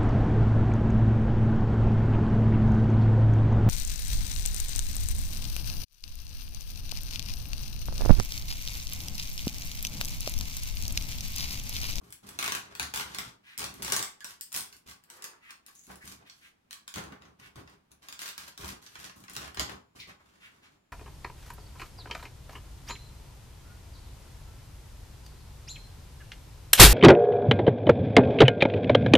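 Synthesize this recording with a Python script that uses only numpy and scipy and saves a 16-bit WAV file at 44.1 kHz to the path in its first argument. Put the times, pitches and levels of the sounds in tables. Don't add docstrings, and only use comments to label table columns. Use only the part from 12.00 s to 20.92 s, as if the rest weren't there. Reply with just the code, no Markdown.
import sys
import numpy as np
from scipy import signal
from scipy.fft import rfft, irfft
from scipy.io import wavfile
from scipy.ndimage import uniform_filter1d

SR = 44100
rng = np.random.default_rng(int(sys.argv[2]) if len(sys.argv) > 2 else 0)


def dump_mix(stems):
    frames = np.atleast_2d(stems).T
    limited = np.clip(frames, -1, 1)
    pcm = np.round(limited * 32767).astype(np.int16)
    wavfile.write(sys.argv[1], SR, pcm)


N = 393372
TIME_S = np.arange(N) / SR

# (frequency [Hz], gain [dB])
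HUSH_EQ = [(25, -16), (70, -9), (110, -10.5), (220, -8), (500, -20.5), (1000, -19.5), (2500, -20.5),
           (6000, -29.5), (16000, -37)]
# (time [s], length [s], relative scrape level [dB], tilt [dB/octave], push level [dB])
PAW_STROKES = [(.01, 0.1, -64.5, 2.5, -57.5), (0.227, 0.2, -55.5, 0, -54), (0.427, 0.15, -45, 0.5, -50),
               (0.633, 0.18, -59, -3.5, -58), (0.801, 0.055, -49, 0, -45.5), (0.94, 0.08, -40, 2.5, -49.5),
               (1.055, 0.16, -52, -1, -53.5), (1.192, 0.11, -52, 0, -54), (1.582, 0.078, -49, -4.5, -49),
               (1.68, 0.16, -58, 0, -52), (1.824, 0.086, -43, 0, -47.5), (1.919, 0.07, -49, -1, -50),
               (2.25, 0.078, -51, 2, -67.5), (2.542, 0.06, -38.5, 2.5, -54), (2.72, 0.039, -60, 8, -66),
               (2.859, 0.048, -51.5, 1, -58), (3.1, 0.089, -59, 3.5, -75), (3.668, 0.28, -65, 5.5, -84),
               (3.874, 0.075, -56.5, -1, -55), (4.038, 0.093, -50.5, 2.5, -52.5),
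               (4.181, 0.067, -64, -6, -63), (4.262, 0.24, -66.5, 2.5, -81), (4.952, 0.043, -43, -1, -44),
               (5.028, 0.092, -56, -5, -50), (5.204, 0.11, -64.5, -4.5, -57),
               (5.389, 0.093, -59.5, -0.5, -59), (5.555, 0.061, -57.5, -2, -49),
               (5.648, 0.11, -65, -3, -61), (5.904, 0.032, -68.5, 5, -62.5),
               (6.017, 0.13, -57.5, -1.5, -67.5), (6.204, 0.1, -46, 0.5, -69), (6.391, 0.1, -51, 0, -61.5),
               (6.59, 0.14, -45, 0, -47.5), (6.812, 0.17, -58, 1, -66.5), (6.984, 0.098, -48, 0.5, -55.5),
               (7.155, 0.082, -60, 4.5, -55), (7.298, 0.065, -56, 1, -54), (7.367, 0.12, -47, -2, -49),
               (7.563, 0.034, -45, -4, -47), (7.599, 0.03, -40.5, -2.5, -40.5),
               (7.681, 0.07, -47, -3.5, -48.5), (7.949, 0.064, -56.5, 0, -57),
               (8.067, 0.032, -55, -1, -55.5), (8.198, 0.57, -67, -1.5, -67.5)]
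# (frequency [Hz], gain [dB])
SCRAPE_EQ = [(40, -15.5), (200, -13.5), (400, -2.5), (620, -1), (1050, 1.5), (1600, 3), (3200, 2),
             (6000, -0.5), (9000, -4), (13000, -6), (16000, -19)]
# (frequency [Hz], width [Hz], gain [dB])
SLAT_RESONANCES = [(69.7, 11, 11), (122, 24, 5.5), (167, 20, 4.5), (195, 13, 9.5), (265, 24, 3.5),
                   (326, 42, 4.5), (404, 23, 8.5), (619, 14, -1.5), (991, 20, 2), (1119, 72, 5),
                   (1533, 190, 3.5), (2600, 28, -2.5)]
# (frequency [Hz], gain [dB])
RUMBLE_EQ = [(25, -30), (45, -10.5), (70, -3.5), (150, -4.5), (250, -6.5), (420, -14), (600, -17.5),
             (1200, -14.5), (3000, -46)]
# (frequency [Hz], T60 [s])
ROOM_DECAY = [(100, 0.17), (300, 0.35), (800, 0.42), (2000, 0.31), (5000, 0.3), (13000, 0.22)]
# (time [s], relative level [dB], spot)
FLICKS = [(0.105, -60, "tip"), (0.125, -48, "tip"), (0.269, -59, "glance"), (0.2907, -51, "tip"),
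          (0.3893, -33.5, "slat"), (0.3978, -40, "edge"), (0.4121, -42, "edge"), (0.427, -33.5, "slat"),
          (0.443, -34, "slat"), (0.461, -34.5, "slat"), (0.4783, -33, "slat"), (0.495, -45, "slat"),
          (0.5213, -32, "slat"), (0.5503, -33.5, "slat"), (0.752, -43.5, "edge"), (0.7974, -31.5, "slat"),
          (0.829, -38.5, "edge"), (0.9388, -35, "slat"), (0.961, -37.5, "edge"), (0.9752, -35.5, "slat"),
          (0.9973, -36.5, "slat"), (1.009, -38, "slat"), (1.1469, -40.5, "edge"), (1.186, -34, "slat"),
          (1.578, -40.5, "tip"), (1.586, -42, "corner"), (1.5935, -38, "edge"), (1.605, -44, "edge"),
          (1.618, -41, "slat"), (1.629, -41.5, "slat"), (1.642, -37.5, "edge"), (1.741, -54, "tip"),
          (1.8225, -39, "edge"), (1.828, -41.5, "tip"), (1.848, -39, "corner"), (1.863, -45, "edge"),
          (1.88, -38, "slat"), (1.901, -38.5, "slat"), (1.922, -26.5, "corner"), (1.9336, -32, "edge"),
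          (1.9648, -30, "corner"), (1.9932, -35.5, "edge"), (2.0268, -34, "corner"), (2.206, -50.5, "rib"),
          (2.245, -40.5, "corner"), (2.4106, -41.5, "glance"), (2.52, -49, "corner"), (2.5276, -44, "tip"),
          (2.5429, -39.5, "corner"), (2.563, -36.5, "tip"), (2.574, -38, "tip"), (2.608, -43, "tip"),
          (2.7272, -50.5, "seam"), (2.7667, -61, "tip"), (2.8971, -54.5, "corner"), (2.912, -50.5, "edge"),
          (3.0385, -62.5, "tip"), (3.1012, -50.5, "corner"), (3.223, -47.5, "corner"),
          (3.2422, -40.5, "corner"), (3.5071, -49, "edge"), (3.664, -54, "tip"), (3.683, -56.5, "hollow"),
          (3.7528, -61, "glance"), (3.868, -61, "tip"), (3.911, -60, "tip"), (3.9575, -57.5, "tip"),
          (4.055, -59, "tip"), (4.0765, -50, "corner"), (4.298, -49, "seam"), (4.709, -46.5, "rib"),
          (4.729, -44, "rib"), (4.8787, -43, "rib"), (4.9402, -42, "rib"), (4.9591, -41.5, "slat"),
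          (5.039, -56, "corner"), (5.123, -54.5, "hollow"), (5.221, -56, "hollow"), (5.253, -60, "hollow"),
          (5.558, -55.5, "edge"), (5.676, -56.5, "hollow"), (5.698, -63, "rib"), (5.9169, -59.5, "tip"),
          (6.029, -61, "rib"), (6.086, -45, "rib"), (6.1258, -44.5, "rib"), (6.192, -43, "rib"),
          (6.2028, -48, "rib"), (6.2177, -41, "rib"), (6.232, -44, "rib"), (6.2595, -42.5, "rib"),
          (6.269, -48, "rib"), (6.279, -42.5, "rib"), (6.289, -43, "rib"), (6.379, -39, "rib"),
          (6.4827, -53, "edge"), (6.5772, -46, "edge"), (6.657, -48.5, "corner"), (6.68, -50, "tip"),
          (6.826, -58, "rib"), (6.864, -50, "seam"), (6.9552, -46, "hollow"), (7.096, -50, "hollow"),
          (7.239, -53.5, "slat"), (7.282, -49.5, "hollow"), (7.2977, -49.5, "corner"), (7.3348, -53, "tip"),
          (7.353, -47.5, "rib"), (7.365, -37, "edge"), (7.546, -49.5, "edge"), (7.572, -39.5, "hollow"),
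          (7.5957, -26, "seam"), (7.6042, -39.5, "seam"), (7.698, -54, "rib")]
CATCH_SPOTS = {"slat": (4.5, -7, 2688, 0.5), "rib": (-2.5, -7, 3596, -1), "hollow": (5.5, -19, 1941.5, 0),
               "tip": (-9.5, -1.5, 10497.5, 2), "edge": (1.5, -5.5, 4396.5, 0.5),
               "corner": (-1.5, -3.5, 6900, 0.5), "glance": (-29, -0.5, 7294.5, 1.5),
               "seam": (-6.5, -14.5, 5000, -1.5)}
# (time [s], relative clatter level [dB], ring level [dB], ring centre [Hz], rise [s])
DOOR_KNOCKS = [(0.24, -67, -43.5, 168, .008), (1.264, -55, -43.5, 100, .004),
               (1.796, -46.5, -43, 229, .004), (1.924, -37.5, -42, 393, .001),
               (1.999, -41, -44, 400, 0.0011), (2.56, -44, -53, 393, 0.0035),
               (2.884, -65, -48, 149, 0.0048), (3.892, -44.5, -50, 400, 0.01),
               (4.969, -35.5, -32, 136, 0.0043), (5.12, -44.5, -43.5, 228, 0.0027),
               (5.574, -49.5, -39, 99, 0.0056), (6.63, -41.5, -39, 72.6, 0.0072),
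               (7.584, -54, -38, 80, 0.0051), (7.597, -37.5, -43, 565, 0.00073),
               (8.085, -54.5, -52, 190, 0.0044)]
# (frequency [Hz], gain [dB])
CLATTER_EQ = [(30, -15.5), (70, -7), (200, -5), (400, -3), (700, -4.5), (1200, -7.5), (2500, -13.5),
              (6000, -34)]
# (time [s], length [s], relative level [dB], centre [Hz], width [octaves])
SOFT_SWISHES = [(1.428, 0.14, -57, 2070, 0.82), (3.048, 0.36, -61.5, 1220, 0.9),
                (3.064, 0.34, -65.5, 414, 0.38), (3.401, 0.12, -59.5, 1950, 0.73),
                (3.484, 0.03, -52, 1830, 0.77), (3.742, 0.12, -59, 6760, 0.17),
                (4.003, 0.042, -54.5, 1800, 0.4), (4.244, 0.047, -60.5, 2370, 0.78),
                (4.404, 0.082, -59, 2150, 0.76), (5.402, 0.085, -57.5, 2030, 0.8),
                (7.983, 0.057, -49.5, 3470, 0.65), (8.071, 0.054, -56, 1440, 1.3),
                (8.19, 0.03, -63.5, 1120, 0.98), (8.397, 0.089, -56, 2080, 0.77),
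                (8.607, 0.081, -62, 1780, 1.3)]
# (time [s], length [s], relative level [dB], start pitch [Hz], end pitch [Hz])
PAD_SQUEAKS = [(2.206, 0.049, -52, 1766, 1453), (7.989, 0.063, -54.5, 2430, 1990)]


def undb(db):
    return 10 ** (np.asarray(db) / 20)


def unit(x):
    return x / np.sqrt(np.mean(x ** 2))


def bins_hz(size):
    return np.maximum(np.arange(size // 2 + 1) * SR / size, 1)


def curve(points, hz):
    points_hz, values = np.transpose(points)
    return np.interp(np.log(hz), np.log(points_hz), values)


def shape(x, gain):
    return irfft(rfft(x) * gain, x.shape[-1])


def add(out, start_s, x):
    i = max(int(start_s * SR), 0)
    out[..., i:i + x.shape[-1]] += x[..., :max(N - i, 0)]


def min_phase(db):
    cepstrum = irfft(db * np.log(10) / 20)
    half = len(cepstrum) // 2
    cepstrum[1:half] *= 2
    cepstrum[half + 1:] = 0
    return np.exp(rfft(cepstrum))


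def convolve(x, response):
    return signal.fftconvolve(np.atleast_2d(x), np.atleast_2d(response), axes=1)[:, :N]


def noise(size):
    return rng.standard_normal((2, size))


def coloured_noise(size, eq):
    return shape(noise(size), undb(curve(eq, bins_hz(size))))


def even_spectrum(x, width_hz=350):
    spectrum = rfft(x)
    width_bins = width_hz * x.shape[1] / SR
    power = uniform_filter1d(np.abs(spectrum) ** 2, max(int(width_bins), 1)) + 1e-12
    broad = uniform_filter1d(power, max(int(8 * width_bins), 1))
    return spectrum * np.array([min_phase(db) for db in 10 * np.log10(np.abs(broad / power))])


def mic_pair(hz, lag_s, pan_db=0):
    delay_s = .001 + np.array([[-lag_s], [lag_s]]) / 2
    return np.exp(-2j * np.pi * hz * delay_s) * undb([[pan_db / 2], [-pan_db / 2]])


def hush(level_db=-69):
    return unit(coloured_noise(N, HUSH_EQ)) * undb(level_db)


def slips(size, rate_hz=130, slowing=.8, jitter=.25, scatter_db=5.5):
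    gap_draw, level_draw = rng.standard_normal((80, 2)).T
    gaps_s = np.exp(jitter * gap_draw) / rate_hz
    progress = np.minimum(np.cumsum(gaps_s) * SR / size, 1)
    at = (np.cumsum(gaps_s * (1 + slowing * progress)) * SR).astype(int)
    train = np.zeros(size)
    train[at[at < size]] = undb(scatter_db * level_draw[at < size])
    return unit(train + 1e-9)


def grit(size, rate_hz, spread_db):
    hit = rng.random(size) < rate_hz / SR
    hit[0] = True
    sign = rng.choice([-1, 1], size)
    return unit(hit * sign * undb(spread_db * np.minimum(rng.exponential(size=size), 4)))


def bending(size, delay_1khz_s):
    delay_s = delay_1khz_s * np.sqrt(1000 / np.maximum(bins_hz(size), 300))
    return -2j * np.pi * np.cumsum(delay_s - delay_s[-1]) * SR / size


def scrapes(gain_db=-4, patchy_db=3.5, rise_s=.006, fall_s=.0091, bite_db=-49, burst_db=-2):
    out, size, grain_s = np.zeros((2, N)), 1024, .0004
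    hz = bins_hz(size)
    grain = np.exp(-2 * TIME_S[:size] / grain_s)
    for start_s, length_s, db, tilt_db_oct, _ in PAW_STROKES:
        n = int(length_s * SR)
        t = TIME_S[:n]
        pressure = undb(patchy_db * np.interp(t, np.arange(40) / 100, rng.standard_normal(40)))
        pressure *= np.minimum(1, np.minimum(t / rise_s, (length_s - t) / fall_s))
        bite = 1 / (1.5 + np.exp((bite_db - db) / 4))
        force = unit((bite * slips(n) + .42 * grit(n, rate_hz=2000, spread_db=4.5)) * pressure)
        snaps = convolve(force, irfft(np.exp(bending(size, .0012)) * mic_pair(hz, lag_s=.00032)))
        bursts = noise(snaps.shape[1]) * np.sqrt(np.abs(convolve(force ** 2, grain / grain.sum())))
        tilt_db = tilt_db_oct * np.log2(np.maximum(hz, 500) / 3000)
        wood = irfft(min_phase(curve(SCRAPE_EQ, hz) + tilt_db))
        wood /= np.sqrt(np.sum(wood ** 2) * (1 + undb(burst_db) ** 2))
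        add(out, start_s, convolve(snaps + undb(burst_db) * bursts, wood) * undb(db + gain_db))
    return out


def slats(x):
    hz = bins_hz(16384)
    peaks_db = sum(db / (1 + (2 * (hz - mode_hz) / width_hz) ** 2)
                   for mode_hz, width_hz, db in SLAT_RESONANCES)
    return convolve(x, irfft(min_phase(peaks_db)))


def rumble(rise_s=.0028, decay_s=.05):
    shudder = unit(slats(coloured_noise(N, RUMBLE_EQ)))
    shudder /= np.sqrt(uniform_filter1d(np.mean(shudder ** 2, axis=0), 2600))
    power, t = np.zeros(N), TIME_S[:SR]
    for start_s, length_s, _, _, push_db in PAW_STROKES:
        envelope = np.minimum(t / rise_s, 1) * np.exp(-np.maximum(t - length_s, 0) / decay_s)
        add(power, start_s, (undb(push_db) * envelope) ** 2)
    return shudder * np.sqrt(power)


def room(x, wet_db=1.88, bass_db=-7, build_s=.00063, sparse_s=.0065, scatter_db=3):
    out, size, block = x.copy(), 20000, 33000
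    t, hz = TIME_S[:size], bins_hz(size)
    centres_hz, t60s_s = np.transpose(ROOM_DECAY)
    bands = [curve(list(zip(centres_hz, share)), hz) for share in np.eye(len(centres_hz))]
    bass_cut = min_phase(curve([(150, bass_db), (900, 0)], hz))
    early_db = scatter_db * np.exp(-t / sparse_s)
    for i in range(0, N, block):
        echoes = noise(size) * undb(early_db * np.repeat(rng.standard_normal(size // 20), 20))
        tail = sum(shape(echoes, band) * undb(-60 * t / t60_s) for band, t60_s in zip(bands, t60s_s))
        tail = irfft(even_spectrum(tail * (1 - np.exp(-t / build_s))))
        tail = shape(tail / np.sqrt(np.sum(tail ** 2, axis=1, keepdims=True)), bass_cut)
        add(out, i / SR, undb(wet_db) * convolve(x[:, i:i + block], tail))
    return out


def spot_colour_db(hz, body_db, edge_db, ring_hz, ring_db=3.5, ring_oct=.42, ripple_oct=.2):
    ring_hz = ring_hz * np.exp(.044 * rng.standard_normal())
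    base_db = curve([(30, -23), (100, body_db - 10.5), (380, body_db - 10), (600, body_db - 10),
                     (1050, body_db), (1600, body_db * .42), (2800, body_db * .17), (4800, 0),
                     (6600, edge_db * .24 + 1.5), (8800, edge_db + 5), (15000, edge_db - .5)], hz)
    peak_db = ring_db * np.exp(-(np.log2(hz / ring_hz) / ring_oct) ** 2)
    ripple_db = np.interp(np.log2(hz) / ripple_oct, np.arange(160), rng.standard_normal(160))
    return base_db + peak_db + ripple_db


def claw_flicks(gain_db=28.5, bend_s=.0034, chatter_s=.0027, wood_cutoff_hz=6000, lag_s=.0003005):
    out, size = np.zeros((2, N)), 2048
    t, hz = TIME_S[:size], bins_hz(size)
    phase = bending(size, bend_s)
    near = np.exp(phase / 5)
    wood = 1 / np.sqrt(1 + (hz / wood_cutoff_hz) ** 2)
    for start_s, db, spot in FLICKS:
        body_db, edge_db, ring_hz, pan_db = CATCH_SPOTS[spot]
        colour = min_phase(spot_colour_db(hz, body_db, edge_db, ring_hz))
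        chatter = even_spectrum(noise(size) * np.exp(-t / chatter_s)) * np.sqrt(2 / (chatter_s * SR))
        far = np.exp(phase * (1 + rng.uniform(-.3, .3)))
        snap = (1 - wood / 2) * near + wood * (.85 * far + .55 * chatter)
        mics = mic_pair(hz, lag_s * (1 + .3 * rng.standard_normal()), pan_db)
        add(out, start_s - .001, irfft(colour * snap * mics) * undb(db + gain_db))
    return out


def knocks(gain_db=-3, decay_s=.013):
    out, t = np.zeros((2, N)), TIME_S[:6000]
    for start_s, db, _, _, rise_s in DOOR_KNOCKS:
        clatter = unit(coloured_noise(len(t), CLATTER_EQ))
        envelope = np.minimum(t / rise_s, 1) * np.exp(-np.maximum(t - rise_s, 0) / decay_s)
        add(out, start_s, clatter * envelope * undb(db + gain_db))
    return out


def hollow_ring(damping=.88, width_oct=.48, detune=.008, phase_spread_rad=.46):
    out, t = np.zeros((2, N)), TIME_S[:SR // 2]
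    modes_hz, widths_hz, _ = np.transpose(SLAT_RESONANCES)
    decays = np.exp(-np.pi * damping * np.outer(widths_hz, t))
    for start_s, _, db, centre_hz, rise_s in DOOR_KNOCKS:
        pitch_draw, phase_draw = rng.standard_normal((2, len(modes_hz)))
        weight = np.exp(-(np.log2(modes_hz / centre_hz) / width_oct) ** 2)
        weight /= np.sqrt(np.sum(weight ** 2) / 2)
        phase = 2 * np.pi * np.outer(modes_hz * (1 + detune * pitch_draw), t)
        offset_rad = phase_spread_rad * phase_draw[:, None]
        ring = np.array([weight @ (decays * np.sin(phase + side * offset_rad)) for side in (1, -1)])
        add(out, start_s, ring * (1 - np.exp(-t / rise_s)) * undb(db))
    return out


def swishes(gain_db=-3, hiss_db=-20):
    out = np.zeros((2, N))
    for start_s, length_s, db, centre_hz, width_oct in SOFT_SWISHES:
        n = int(length_s * SR)
        hz = bins_hz(n)
        away_oct = np.log2(hz / centre_hz)
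        colour = np.exp(-(away_oct / width_oct) ** 2) + undb(hiss_db) / (1 + ((away_oct - 1) / 2) ** 4)
        grains = grit(n, rate_hz=5000 * (2000 / centre_hz) ** 3, spread_db=3.5)
        swell = np.sin(np.pi * np.arange(n) / n)
        swish = unit(shape(grains * swell, colour * mic_pair(hz, lag_s=.00018)))
        add(out, start_s, swish * undb(db + gain_db))
    return out


def squeaks(gain_db=-3, rise_s=.0017, fall_s=.0097, waver=.064, waver_s=.00083):
    out = np.zeros((2, N))
    for start_s, length_s, db, from_hz, to_hz in PAD_SQUEAKS:
        t = TIME_S[:int(length_s * SR)]
        wobble = unit(uniform_filter1d(rng.standard_normal(len(t)), int(waver_s * SR)))
        hz = (from_hz + (to_hz - from_hz) * t / length_s) * (1 + waver * wobble)
        tone = np.sin(2 * np.pi * np.cumsum(hz) / SR)
        envelope = np.minimum(1, np.minimum(t / rise_s, (length_s - t) / fall_s))
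        add(out, start_s, unit(tone * envelope) * undb(db + gain_db))
    return out


def whine(pitch_hz=7130, level_db=-85, start_s=7.5, rise_s=.4):
    fade = np.clip((TIME_S - start_s) / rise_s, 0, 1)
    return unit(np.sin(2 * np.pi * pitch_hz * TIME_S)) * fade * undb(level_db)


def suppress(x, threshold_db=-68, depth_db=-8, from_hz=1200):
    treble = shape(x, 1 / (1 + (from_hz / bins_hz(N)) ** 4))
    power = uniform_filter1d(np.mean(treble ** 2, axis=0), 900)
    quiet = 1 / (1 + np.abs(power) / undb(threshold_db) ** 2)
    return x + treble * (undb(depth_db * quiet) - 1)


def scene():
    direct = slats(claw_flicks() + scrapes() + knocks()) + swishes() + squeaks()
    return room(direct) + hollow_ring() + rumble() + hush() + whine()


def record(dry):
    mono_below_hz, top_hz = 255, 16000
    mid, side = (dry[0] + dry[1]) / 2, (dry[0] - dry[1]) / 2
    side = shape(side, undb(.7) / np.sqrt(1 + (mono_below_hz / bins_hz(N)) ** 12))
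    lowpass = signal.ellip(8, .2, 70, top_hz, fs=SR, output="sos")
    return signal.sosfilt(lowpass, suppress(np.array([mid + side, mid - side])))


dry = scene()
out = record(dry)
dump_mix(out)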